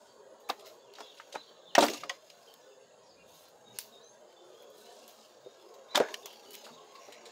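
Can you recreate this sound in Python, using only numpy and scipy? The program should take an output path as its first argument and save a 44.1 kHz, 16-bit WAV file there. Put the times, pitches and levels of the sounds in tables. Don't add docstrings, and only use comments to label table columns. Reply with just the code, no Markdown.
import sys
import numpy as np
from scipy import signal
from scipy.fft import rfft, irfft, next_fast_len
from scipy.io import wavfile
from scipy.ndimage import uniform_filter1d

SR = 44100
rng = np.random.default_rng(int(sys.argv[2]) if len(sys.argv) > 2 else 0)


def to_linear_factor(level_db):
    exponent = np.asarray(level_db, float) / 20
    return 10 ** exponent


def store_pcm(level_fs):
    pcm = np.round(np.clip(level_fs, -1, 1) * 32767).astype(np.int16)
    wavfile.write(sys.argv[1], SR, np.atleast_2d(pcm).T)


N = 322371

# ratio to its strong mode, level/dB
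LOG_MODES = [(0.682, -9.5), (0.998, 0), (1.398, -8), (1.95, -9), (2.6, -16)]
# t/s, peak level/dB, strong mode f/Hz, thump under 300 Hz level/dB
LOG_BLOWS = [(0.493, -30.5, 798, -12), (0.497, -29, 1035, -13.5), (0.983, -42.5, 793, -35),
             (1.004, -38, 668, -11), (1.198, -43, 1290, -27), (1.343, -37, 569, -25),
             (1.361, -38.5, 900, -6.5), (1.508, -50.5, 562, -27), (1.75, -24.5, 798, -23),
             (1.7802, -17, 683, -20), (1.7836, -18, 585, -20), (1.804, -23.5, 370, -30),
             (1.8232, -18, 593, -12), (1.8371, -24.5, 696, -20), (1.864, -33, 374, 0),
             (1.889, -32, 345, -24), (1.931, -43.5, 450, 7.5), (2.045, -44, 603, -3), (2.1, -37, 727, -34),
             (5.952, -21, 992, -6), (5.973, -20.5, 603, -27), (5.947, -27, 794, -20),
             (6.009, -27.5, 622, -33), (6.0135, -26.5, 455, -28), (6.036, -42, 554, -15),
             (6.086, -44, 540, -9), (6.256, -46, 637, -23), (6.664, -44.5, 808, -12),
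             (7.082, -45, 580, -6.5)]
# t/s, peak level/dB, strong mode f/Hz, t60/s
DULL_BLOWS = [
    (0.5003, -24.5, 738, 0.032),
    (1.358, -23.5, 850, 0.01),
    (2.034, -29.5, 1234, 0.037),
    (3.787, -39, 1560, 0.018),
    (5.462, -46.5, 490, 0.064),
    (6.002, -17, 484, 0.053),
    (6.706, -52, 240, 0.28),
]
# f/Hz, t60/s, first end level/dB, second end level/dB
LONG_LOG_MODES = [(240.4, 0.13, -13, -7), (299, .12, -8.5, -6), (392, 0.055, -3, -22),
                  (455, 0.077, -13, -2.5), (576, .09, -7, 4), (622, 0.086, -2, -14), (692, 0.055, 3, -0.5),
                  (915, 0.091, -5, -10), (1150, 0.039, -14, -22), (1380, 0.1, -12, -16)]
# t/s, level/dB
FIRST_END_BLOWS = [
    (1.78, -16.5),
    (1.7832, -20.5),
]
# t/s, level/dB
SECOND_END_BLOWS = [
    (1.8225, -19),
    (1.8255, -21.5),
    (1.8333, -25),
    (1.8373, -24),
]
# f/Hz, t60/s, level/dB
SHORT_LOG_MODES = [(314, 0.058, -14.5), (443, 0.057, -1), (573, 0.047, -0.5), (638, 0.053, -4.5),
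                   (745, 0.025, -12), (900, .04, -15), (1050, .03, -18)]
# t/s, level/dB
SHORT_LOG_BLOWS = [
    (6.0016, -16.5),
    (6.0095, -26),
    (6.0146, -21),
    (6.037, -33),
    (6.057, -40),
]
# f/Hz, t60/s, level/dB
BUTT_LOG_MODES = [(398, .08, -3.5), (496, 0.088, 1.5), (585, 0.054, -2)]
# t/s, level/dB
BUTT_LOG_BLOWS = [
    (5.4615, -38),
]
# t/s, peak level/dB, ring f/Hz, treble above 4 kHz level/dB, t60/s
STICK_CRACKS = [(0.4895, -31, 2660, -29.5, 0.067), (0.4995, -18.5, 3880, -43, 0.023),
                (1.2002, -41.5, 1560, -56, 0.051), (1.3523, -28, 1520, -58, 0.034),
                (1.751, -15.5, 5200, -25, 0.014), (1.7517, -11, 2520, -24, 0.036),
                (1.7805, -17.5, 1540, -33, 0.038), (1.784, -16.5, 3680, -21, 0.056),
                (1.8048, -18.5, 4200, -39, 0.13), (1.8257, -17, 2800, -39, 0.073),
                (1.8394, -24.5, 1350, -22.5, 0.1), (1.8644, -24.5, 3400, -41, 0.018),
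                (1.8826, -20, 2030, -40, 0.028), (1.8984, -28, 5200, -27, 0.024),
                (2.0353, -34.5, 2470, -54, 0.043), (2.0945, -24.5, 3000, -38, 0.046),
                (3.787, -20.5, 4340, -9, 0.0053), (5.9474, -22.5, 3240, -41, 0.089),
                (5.9554, -10.5, 3540, -47, 0.04), (5.9694, -17.5, 5000, -40, .026),
                (5.9754, -20.5, 1730, -20, 0.027), (5.9998, -21, 1570, -51, 0.041),
                (6.1414, -23, 3080, -37, 0.027), (6.2574, -34.5, 4150, -32, 0.052)]
# t/s, peak level/dB, treble above 4 kHz level/dB, t60/s
BARK_SCUFFS = [(0.3994, -62, -53, 0.13), (0.595, -46, -77, 0.066), (0.6478, -48, -60, 0.05),
               (0.656, -43.5, -42, 0.18), (0.9377, -44, -57, 0.017), (0.9524, -43.5, -63, 0.084),
               (0.9838, -45.5, -50, 0.078), (1.0035, -38, -62, 0.073), (1.169, -47.5, -70, 0.13),
               (1.3239, -38.5, -60, 0.13), (1.933, -29, -54, 0.089), (2.3003, -40.5, -55, 0.032),
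               (2.5396, -47, -40, .02), (3.34, -53, -47.5, 0.17), (3.4516, -53.5, -71, 0.13),
               (3.484, -60, -47, .042), (3.7884, -37, -28.5, 0.12), (4.6244, -58, -51, 0.076),
               (4.7, -70, -51, 0.063), (5.0776, -49, -43, 0.17), (5.739, -47.5, -50, 0.072),
               (6.0861, -42, -56, 0.08), (6.3284, -47.5, -45, 0.081), (6.506, -56, -41, 0.08),
               (6.5308, -49, -39, 0.12), (6.54, -39.5, -38, 0.1), (6.64, -40.5, -66, 0.15),
               (6.9526, -46, -66, 0.12), (7.123, -38, -54, 0.063), (7.253, -41.5, -63, 0.13)]
# f/Hz, level/dB, t60/s
TWIG_MODES = [(1070, -7, 0.16), (1930, 0, 0.06), (2950, -5, 0.036), (3930, -27, 0.044), (4700, -7, 0.038),
              (6500, -4, 0.037)]
# t/s, level/dB
TWIG_TAPS = [
    (2.0941, -32),
    (2.098, -28.5),
    (2.111, -46),
]
# t/s, peak level/dB, ring f/Hz, t60/s
RING_TICKS = [(0.609, -50, 3300, .015), (0.985, -44, 1500, .02), (1.753, -17.5, 5670, 0.01),
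              (3.7872, -24.5, 8530, 0.012), (0.9372, -47, 4370, .015), (0.9375, -48, 3050, .015),
              (0.953, -46, 3800, .018), (1.187, -46, 5100, .012), (1.199, -35, 1320, 0.014),
              (1.201, -48, 2700, .012), (1.7842, -20, 5800, 0.009), (1.8085, -25, 3900, .015),
              (1.8265, -36, 2770, 0.011), (1.8385, -24, 4550, .012), (1.8655, -27, 4700, .012),
              (1.886, -32, 2300, 0.013), (2.539, -48, 3530, 0.013), (3.296, -60, 3600, .01),
              (5.9575, -28, 3850, .015), (5.976, -22, 2300, 0.012), (6.506, -49, 3000, .015),
              (7.082, -56, 1220, 0.014), (0.4992, -25.5, 1110, 0.032), (1.7526, -18.5, 1864, 0.034),
              (1.7804, -18, 1193, 0.045), (1.8245, -21.5, 920, 0.056), (1.8385, -25, 1333, 0.032),
              (2.0955, -33, 1955, 0.04), (2.3004, -45, 5070, .008), (2.3, -57, 10400, .008),
              (5.9551, -33, 2000, 0.027), (6.257, -44, 9000, .008), (6.2577, -42, 13000, .008),
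              (6.551, -44, 2200, .012), (6.655, -46, 2740, .02), (6.69, -46, 900, 0.06),
              (1.009, -52, 4350, .015), (1.327, -45, 3160, .025), (6.7, -50, 1150, .06),
              (5.977, -23.5, 920, 0.037), (5.956, -20.5, 1034, 0.025), (6.087, -37.5, 2050, 0.016),
              (1.945, -40.5, 1200, 0.074), (6.142, -37.5, 1800, .02), (6.259, -44, 1130, 0.027),
              (1.888, -39, 420, .05), (1.807, -32, 330, 0.037)]
# t/s, peak level/dB, lower edge f/Hz
BARK_CLICKS = [(0.595, -50, 4000), (0.6074, -47, 4000), (0.9368, -51, 4000), (2.2997, -52, 4000),
               (2.5394, -44, 4000), (4.6224, -49, 4000), (4.7017, -52, 4000), (4.7805, -50, 4000),
               (4.9531, -54, 4000), (5.0789, -39.5, 4000), (5.2844, -57, 4000), (6.1409, -35.5, 4000),
               (6.2575, -36, 4000), (6.3275, -48, 4000), (6.507, -37, 4000), (6.5204, -42, 4000),
               (6.5311, -37, 4000), (6.5374, -46, 4000), (6.544, -39, 4000), (6.552, -30, 4000),
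               (6.5894, -49, 4000), (6.6624, -48, 4000), (7.123, -50, 4000)]
# peak t/s, swell/s, level/dB, fineness/dB
SLIDES = [(0.05, 0.079, -76, -1), (0.494, 0.005, -68, -7), (0.62, 0.093, -64.5, 1),
          (0.999, 0.043, -58.5, -3), (1.15, 0.15, -68.5, 0.5), (1.36, 0.13, -70.5, -8),
          (1.92, 0.062, -46, -2), (2.12, 0.035, -59, -7), (2.28, 0.072, -65, -2), (2.48, 0.096, -67, -1.5),
          (3.3, 0.024, -69, 5), (3.39, 0.052, -67, 3), (3.5, 0.24, -78, 4), (3.773, 0.028, -59.5, -4),
          (3.85, 0.11, -71, 0), (4.15, 0.028, -78, -7), (4.55, 0.26, -71.5, -0.5), (4.8, 0.052, -72.5, 8),
          (4.88, 0.051, -71, -1), (5.05, 0.085, -66.5, 6), (5.25, 0.098, -69, -4), (5.6, 0.21, -70, -2.5),
          (6.0, 0.066, -58, -23), (6.14, 0.11, -60.5, 3.5), (6.38, 0.13, -63, -4), (6.62, 0.11, -62, 1.5),
          (7.0, 0.14, -66.5, 0), (7.2, 0.23, -68, -20)]
# peak t/s, swell/s, level/dB
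LEAF_DRAGS = [
    (0.05, .08, -71),
    (4.82, .07, -68),
    (4.97, 0.086, -64.5),
    (5.2, .06, -67.5),
]
# t/s, length/s, start f/Hz, end f/Hz, level/dB
BIRD_GLIDES = [(0.836, 0.064, 3540, 2450, -65), (1.041, 0.058, 4010, 3600, -57),
               (1.1, 0.05, 3250, 2780, -65), (1.358, 0.061, 3900, 4095, -51.5),
               (1.403, .03, 3800, 3400, -60), (2.977, 0.06, 3080, 3300, -74),
               (1.465, 0.036, 3350, 2950, -62), (1.534, 0.051, 3250, 2660, -74),
               (1.656, 0.04, 3600, 3450, -54.5), (1.682, .045, 3250, 2750, -60),
               (2.474, 0.021, 3210, 2950, -57), (3.034, 0.048, 5850, 4750, -68),
               (3.094, 0.03, 5150, 4240, -61), (3.192, 0.024, 2800, 2680, -62),
               (3.958, .04, 3580, 3860, -65.5), (4.03, 0.094, 6060, 6480, -60),
               (4.544, 0.065, 3150, 3400, -64.5), (4.6, 0.19, 3400, 3270, -68.5),
               (4.865, 0.031, 2900, 3060, -60), (4.844, 0.031, 4160, 3650, -64),
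               (5.184, 0.034, 3980, 3600, -66), (5.216, 0.055, 3140, 2780, -69),
               (5.887, .03, 3500, 4040, -54), (6.231, 0.067, 3650, 2660, -53),
               (6.418, 0.045, 3800, 3000, -65), (6.719, 0.031, 3560, 4000, -60),
               (6.749, 0.046, 4000, 2780, -58), (4.147, 0.026, 6400, 6180, -69)]
# t/s, length/s, f/Hz, level/dB
BIRD_PIPS = [(0.444, 0.05, 4000, -65), (0.513, .08, 3930, -68), (0.811, 0.051, 3430, -68),
             (1.019, .1, 3400, -61), (1.0, .09, 2770, -69), (1.415, 0.13, 4500, -68),
             (1.528, .05, 3980, -70), (1.602, 0.026, 3740, -66), (1.69, 0.065, 3570, -66),
             (2.612, 0.0094, 5800, -64), (2.707, .008, 2760, -70), (2.72, 0.0077, 2710, -60.5),
             (2.81, 0.0094, 2740, -63.5), (2.906, 0.011, 2690, -66), (3.064, 0.021, 4650, -64),
             (3.17, 0.024, 2447, -61), (3.647, 0.086, 3760, -62.5), (3.924, 0.026, 3740, -55.5),
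             (4.01, 0.04, 4004, -59), (4.202, 0.3, 3090, -74), (4.364, 0.022, 3514, -59),
             (4.39, 0.16, 3540, -71), (5.087, .03, 3040, -69), (5.43, 0.12, 3710, -68.5),
             (5.582, 0.04, 3440, -64), (5.913, 0.041, 3960, -50.5), (6.452, 0.15, 2975, -62.5)]
# peak t/s, swell/s, level/dB
FLOCK_CALLS = [
    (1.08, 0.065, -63),
    (1.45, 0.051, -63),
    (1.58, .08, -67),
    (1.72, 0.043, -69),
    (4.9, 0.11, -69),
]
# t/s, level/dB
WIND_LEVEL = [(0.0, -59), (0.3, -60.5), (0.63, -57.5), (1.32, -64.5), (1.77, -58.5), (1.97, -60),
              (2.12, -66), (2.58, -63), (2.81, -67.5), (3.7, -61), (4.01, -62.5), (5.03, -57.5),
              (5.44, -63.5), (5.7, -58.5), (6.11, -55), (6.43, -58), (6.98, -59.5), (7.31, -56)]
# f/Hz, level/dB per Hz
WIND_SPECTRUM = [(35, -61), (60, -38), (134, -14.5), (280, -18.5), (410, -2), (504, -3.5), (601, -2.5),
                 (817, -13), (1080, -10), (1370, -30.5), (2000, -43), (2600, -71), (4400, -120)]
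# peak t/s, swell/s, level/dB
SETTLING = [
    (1.88, 0.042, -44),
    (2.04, 0.054, -59.5),
    (6.1, 0.047, -56),
]
# peak t/s, swell/s, level/dB
RUMBLES = [
    (0.02, 0.092, -79),
    (2.0, 0.057, -69),
    (3.2, 0.23, -72),
    (3.8, 0.14, -74),
    (6.5, 0.04, -73),
]
# f/Hz, level/dB per Hz
AIR_SPECTRUM = [(400, -3), (600, -4), (1000, -14), (1600, -12.5), (2300, -25), (3600, -17.5), (4600, -19),
                (5800, -28.5), (7000, -26.5), (8500, -33.5), (10500, -31), (12000, -54), (15500, -36)]
# centre f/Hz, width/Hz, level/dB
INSECTS = [(6630, 340, -75), (7310, 540, -78)]


def unit(x):
    return x / np.sqrt(np.mean(x ** 2))


def clock(length):
    return np.arange(length) / SR


def sine(hz, t):
    return np.sin(2 * np.pi * hz * t)


def add(out, s, x):
    i = int(s * SR)
    out[i:i + len(x)] += x[:N - i]


def fade(t, t60, rise_s):
    return (1 - np.exp(-t / rise_s)) * np.exp(-np.log(1000) * t / np.clip(t60, 0.008, 0.4))


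def band(x, lo_hz, hi_hz, order=2):
    edges = [lo_hz, min(hi_hz, 0.45 * SR)]
    return signal.sosfilt(signal.butter(order, edges, "band", fs=SR, output="sos"), x)


def coloured(spectrum):
    hz, db = np.transpose(spectrum)
    size = next_fast_len(N)
    log_f = np.log(np.arange(size // 2 + 1) * SR / size + 1)
    gain = to_linear_factor(np.interp(log_f, np.log(hz), db))
    return unit(irfft(rfft(rng.standard_normal(size)) * gain, size)[:N])


def walk(rate):
    hold = int(SR / rate)
    steps = np.repeat(rng.standard_normal(N // hold + 1), hold)[:N]
    return unit(uniform_filter1d(uniform_filter1d(steps, hold), hold))


def patchy(x, lo_hz, octaves, slow_db, quick_db, count=3):
    edges = lo_hz * 2 ** (np.arange(int(count * octaves) + 1) / count)
    slices = (to_linear_factor(slow_db * walk(5) + quick_db * walk(18)) * band(x, lo, hi) for lo, hi in zip(edges, edges[1:]))
    return unit(sum(slices))


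def swells(rows, bed_db):
    t, out = clock(N), to_linear_factor(bed_db)
    for s, swell_s, db in rows:
        u = (t - s) / max(swell_s, 0.01)
        out = out + to_linear_factor(db) * np.exp(-np.where(u < 0, u, u / 1.6) ** 2)
    return out


def struck(modes, blows, rise_s):
    out, t = np.zeros(N), clock(SR // 3)
    chance = rng.standard_normal((len(blows), len(modes)))
    for (s, db), scatter in zip(blows, chance):
        ring = sum(to_linear_factor(db + mode_db + 2.1 * c) * sine(hz, t) * fade(t, t60, rise_s)
                   for (hz, t60, mode_db), c in zip(modes, scatter))
        add(out, s, -ring)
    return out


def thrown_logs():
    first_end = [(hz, t60, first_db) for hz, t60, first_db, _ in LONG_LOG_MODES]
    second_end = [(hz, t60, second_db) for hz, t60, _, second_db in LONG_LOG_MODES]
    rings = struck(first_end, FIRST_END_BLOWS, 0.0005) + struck(second_end, SECOND_END_BLOWS, 0.0011)
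    rings = rings + struck(SHORT_LOG_MODES, SHORT_LOG_BLOWS, 0.0009)
    rings = rings + struck(BUTT_LOG_MODES, BUTT_LOG_BLOWS, 0.002)
    return band(rings, 190, 16000)


def all_blows():
    blows = []
    for s, db, hz, thump_db in LOG_BLOWS:
        t60 = 0.077 * (600 / hz) ** 0.31
        rattle_db = -8.5 - 0.06 * (db + 13)
        blows.append((s, db, hz, thump_db, t60, rattle_db))
    return blows + [(s, db, hz, -32, t60, -12.5) for s, db, hz, t60 in DULL_BLOWS]


def thuds():
    out, t = np.zeros(N), clock(SR // 3)
    ratio, mode_db = np.transpose(LOG_MODES)
    overtone = mode_db < mode_db.max()
    pile = sine(238, t) + 1.73 * sine(295, t)
    for s, db, hz, thump_db, t60, rattle_db in all_blows():
        detune, scatter = rng.standard_normal((2, len(ratio)))
        mode_hz = hz * ratio * (1 + 0.071 * detune * overtone)
        ring = sum(to_linear_factor(d) * sine(m, t) * fade(t, t60 * (hz / m) ** 1.45, 0.00094)
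                   for m, d in zip(mode_hz, mode_db + 2.4 * scatter))
        ring = ring / np.abs(ring).max()
        rattle = unit(band(rng.standard_normal(len(t)), 0.76 * hz, 2.01 * hz)) * fade(t, 1.65 * t60, 0.0013)
        thump = pile * fade(t, 1.35 * t60, 0.0065)
        add(out, s, to_linear_factor(db) * (-ring + to_linear_factor(rattle_db) * rattle + to_linear_factor(thump_db - 5) * thump))
    return band(out, 155, 16000)


def cracks():
    out, t = np.zeros(N), clock(SR // 5)
    scuffs = [(s, db, 3900, top_db, t60) for s, db, top_db, t60 in BARK_SCUFFS]
    for s, db, hz, top_db, t60 in STICK_CRACKS + scuffs:
        noise, chatter = rng.standard_normal((2, len(t)))
        noise = noise * to_linear_factor(2 * unit(uniform_filter1d(chatter, size=50)))
        shape = fade(t, t60, 0.1 * t60 ** 2)
        tail = to_linear_factor(-11.5) * fade(t, 3.17 * t60, 0.015)
        burst = unit(band(noise, 0.5 * hz, 5200))
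        ring = unit(band(noise, 0.95 * hz, 1.05 * hz, order=1))
        overtone_hz = np.clip(hz * np.exp(0.33 * rng.standard_normal(4)), 900, 7000)
        overtones = unit(sum(band(noise, 0.96 * m, 1.04 * m, order=1) for m in overtone_hz))
        treble = unit(band(noise, 4120, 7250)) + to_linear_factor(4) * unit(band(noise, 8600, 0.43 * SR))
        modes = (shape + 0.67 * tail) * (0.54 * ring + 0.86 * overtones)
        body = (0.42 * shape + 0.85 * tail) * burst + modes
        add(out, s, to_linear_factor(db - 11) * body + to_linear_factor(top_db - 16.5) * (shape + tail) * treble)
    return out


def twig():
    out, t = np.zeros(N), clock(SR // 5)
    for s, db in TWIG_TAPS:
        for hz, mode_db, t60 in TWIG_MODES:
            level = to_linear_factor(db + mode_db + 2.9 * rng.standard_normal())
            add(out, s, level * sine(hz, t) * fade(t, min(0.62 * t60, 0.07), 0.00037))
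    return out


def ticks():
    out, t = np.zeros(N), clock(SR // 20)
    for s, db, hz, t60 in RING_TICKS:
        level_chance, pitch_chance = rng.standard_normal(2)
        overtone = to_linear_factor(-10.5 + 2 * level_chance) * sine(hz * (1.5 + 0.178 * pitch_chance), t)
        add(out, s, to_linear_factor(db) * (sine(hz, t) + overtone) * fade(t, t60, 0.0002))
    return out


def clicks():
    out, t = np.zeros(N), clock(SR // 40)
    for s, db, lo_hz in BARK_CLICKS:
        burst = unit(band(rng.standard_normal(len(t)), lo_hz, 17600))
        add(out, s, to_linear_factor(db - 3) * burst * fade(t, 0.0097, 0.00032))
    return out


def grains(rate, spread_db):
    hits = (rng.random(N) < rate / SR) * to_linear_factor(spread_db * rng.exponential(size=N))
    smear = signal.lfilter([1], [1, -np.exp(-1 / (0.003 * SR))], hits)
    return (unit(smear) + 1.3) * rng.standard_normal(N)


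def rustle():
    s, swell_s, db, fine_db = np.transpose(SLIDES)
    shower = grains(400, 2.6)
    crackle = patchy(band(shower, 3000, 5600, order=1), 2700, 4 / 3, 1.2, 1.8, count=6)
    scrape = patchy(shower, 900, 4 / 3, 2, 2)
    dust = to_linear_factor(2.6 * walk(25)) * unit(band(shower, 4000, 21000))
    bed_db = -83.5
    return (swells(zip(s, swell_s, db), bed_db) * crackle
            + swells(zip(s, swell_s, db - 10.5 - 0.78 * fine_db), bed_db - 16) * scrape
            + swells(zip(s, swell_s, db - 8 + fine_db), bed_db - 8.5) * dust)


def leaves():
    return swells(LEAF_DRAGS, -98) * unit(band(grains(900, 2.2), 3500, 7700))


def birds():
    out, wobble = np.zeros(N), walk(200)
    pips = [(s, length, hz, hz, db) for s, length, hz, db in BIRD_PIPS]
    for s, length, start_hz, end_hz, db in BIRD_GLIDES + pips:
        midway = 0.38 if end_hz < start_hz else 0.67
        mid_hz = start_hz + midway * (end_hz - start_hz)
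        u = np.linspace(0, 1, int(length * SR))
        hz = start_hz * (1 - u) * (1 - 2 * u) + 4 * mid_hz * u * (1 - u) + end_hz * u * (2 * u - 1)
        waver_rad = 0.75 * wobble[int(s * SR):][:len(u)]
        shape = np.sin(np.pi * u ** 0.49) ** 0.15
        add(out, s, to_linear_factor(db) * shape * np.sin(2 * np.pi * np.cumsum(hz) / SR + waver_rad))
    out = out * to_linear_factor(2.5 * wobble[::-1])
    t = clock(SR // 2)
    trees = rng.standard_normal(len(t)) * fade(t, 0.3, 0.008)
    echoes = signal.fftconvolve(out, trees / np.linalg.norm(trees))[:N]
    return 0.8 * out + 0.8 * echoes * (1 + 0.5 * np.roll(wobble, SR))


def flock():
    lo_hz, hi_hz = 3400, 4200
    return swells(FLOCK_CALLS, -95) * patchy(rng.standard_normal(N), lo_hz, np.log2(hi_hz / lo_hz), 1.8, 4.2, count=14)


def wind():
    s, db = np.transpose(WIND_LEVEL)
    level = to_linear_factor(np.interp(clock(N), s, db) + 1.5) + swells(SETTLING, -83)
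    gusts = patchy(coloured(WIND_SPECTRUM), 219, 8 / 3, 1, 2.57, count=5)
    rumble = patchy(rng.standard_normal(N), 118.5, 4 / 3, 2.8, 3.3)
    deep = to_linear_factor(-11 + 2 * walk(4.8)) * unit(band(rng.standard_normal(N), 25, 83))
    return level * gusts + swells(RUMBLES, -79) * (rumble + deep)


def clearing():
    noise = rng.standard_normal(N)
    chorus = sum(to_linear_factor(db + walk(4.15)) * unit(band(noise, hz - width / 2, hz + width / 2))
                 for hz, width, db in INSECTS)
    return to_linear_factor(-63.5) * patchy(coloured(AIR_SPECTRUM), 500, 5, 1.1, 2.3, count=8) + chorus


def hiss():
    return to_linear_factor(-88.5) * patchy(rng.standard_normal(N), 8500, 2 / 3, 1.5, 1.4, count=9)


def scene():
    wood = thrown_logs() + thuds() + cracks() + twig() + ticks() + clicks()
    debris = rustle() + leaves()
    background = birds() + flock() + wind() + clearing() + hiss()
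    return (wood + debris + background)[None]


def roll_off(x):
    return signal.sosfilt(signal.butter(12, 16650, fs=SR, output="sos"), x)


def record(dry):
    low_cut = signal.butter(2, 80, "high", fs=SR, output="sos")
    top_cut = signal.ellip(8, 0.3, 40, 15650, fs=SR, output="sos")
    mix = signal.sosfilt(top_cut, signal.sosfilt(low_cut, dry))
    return roll_off(mix)


dry = scene()
out = record(dry)
store_pcm(out)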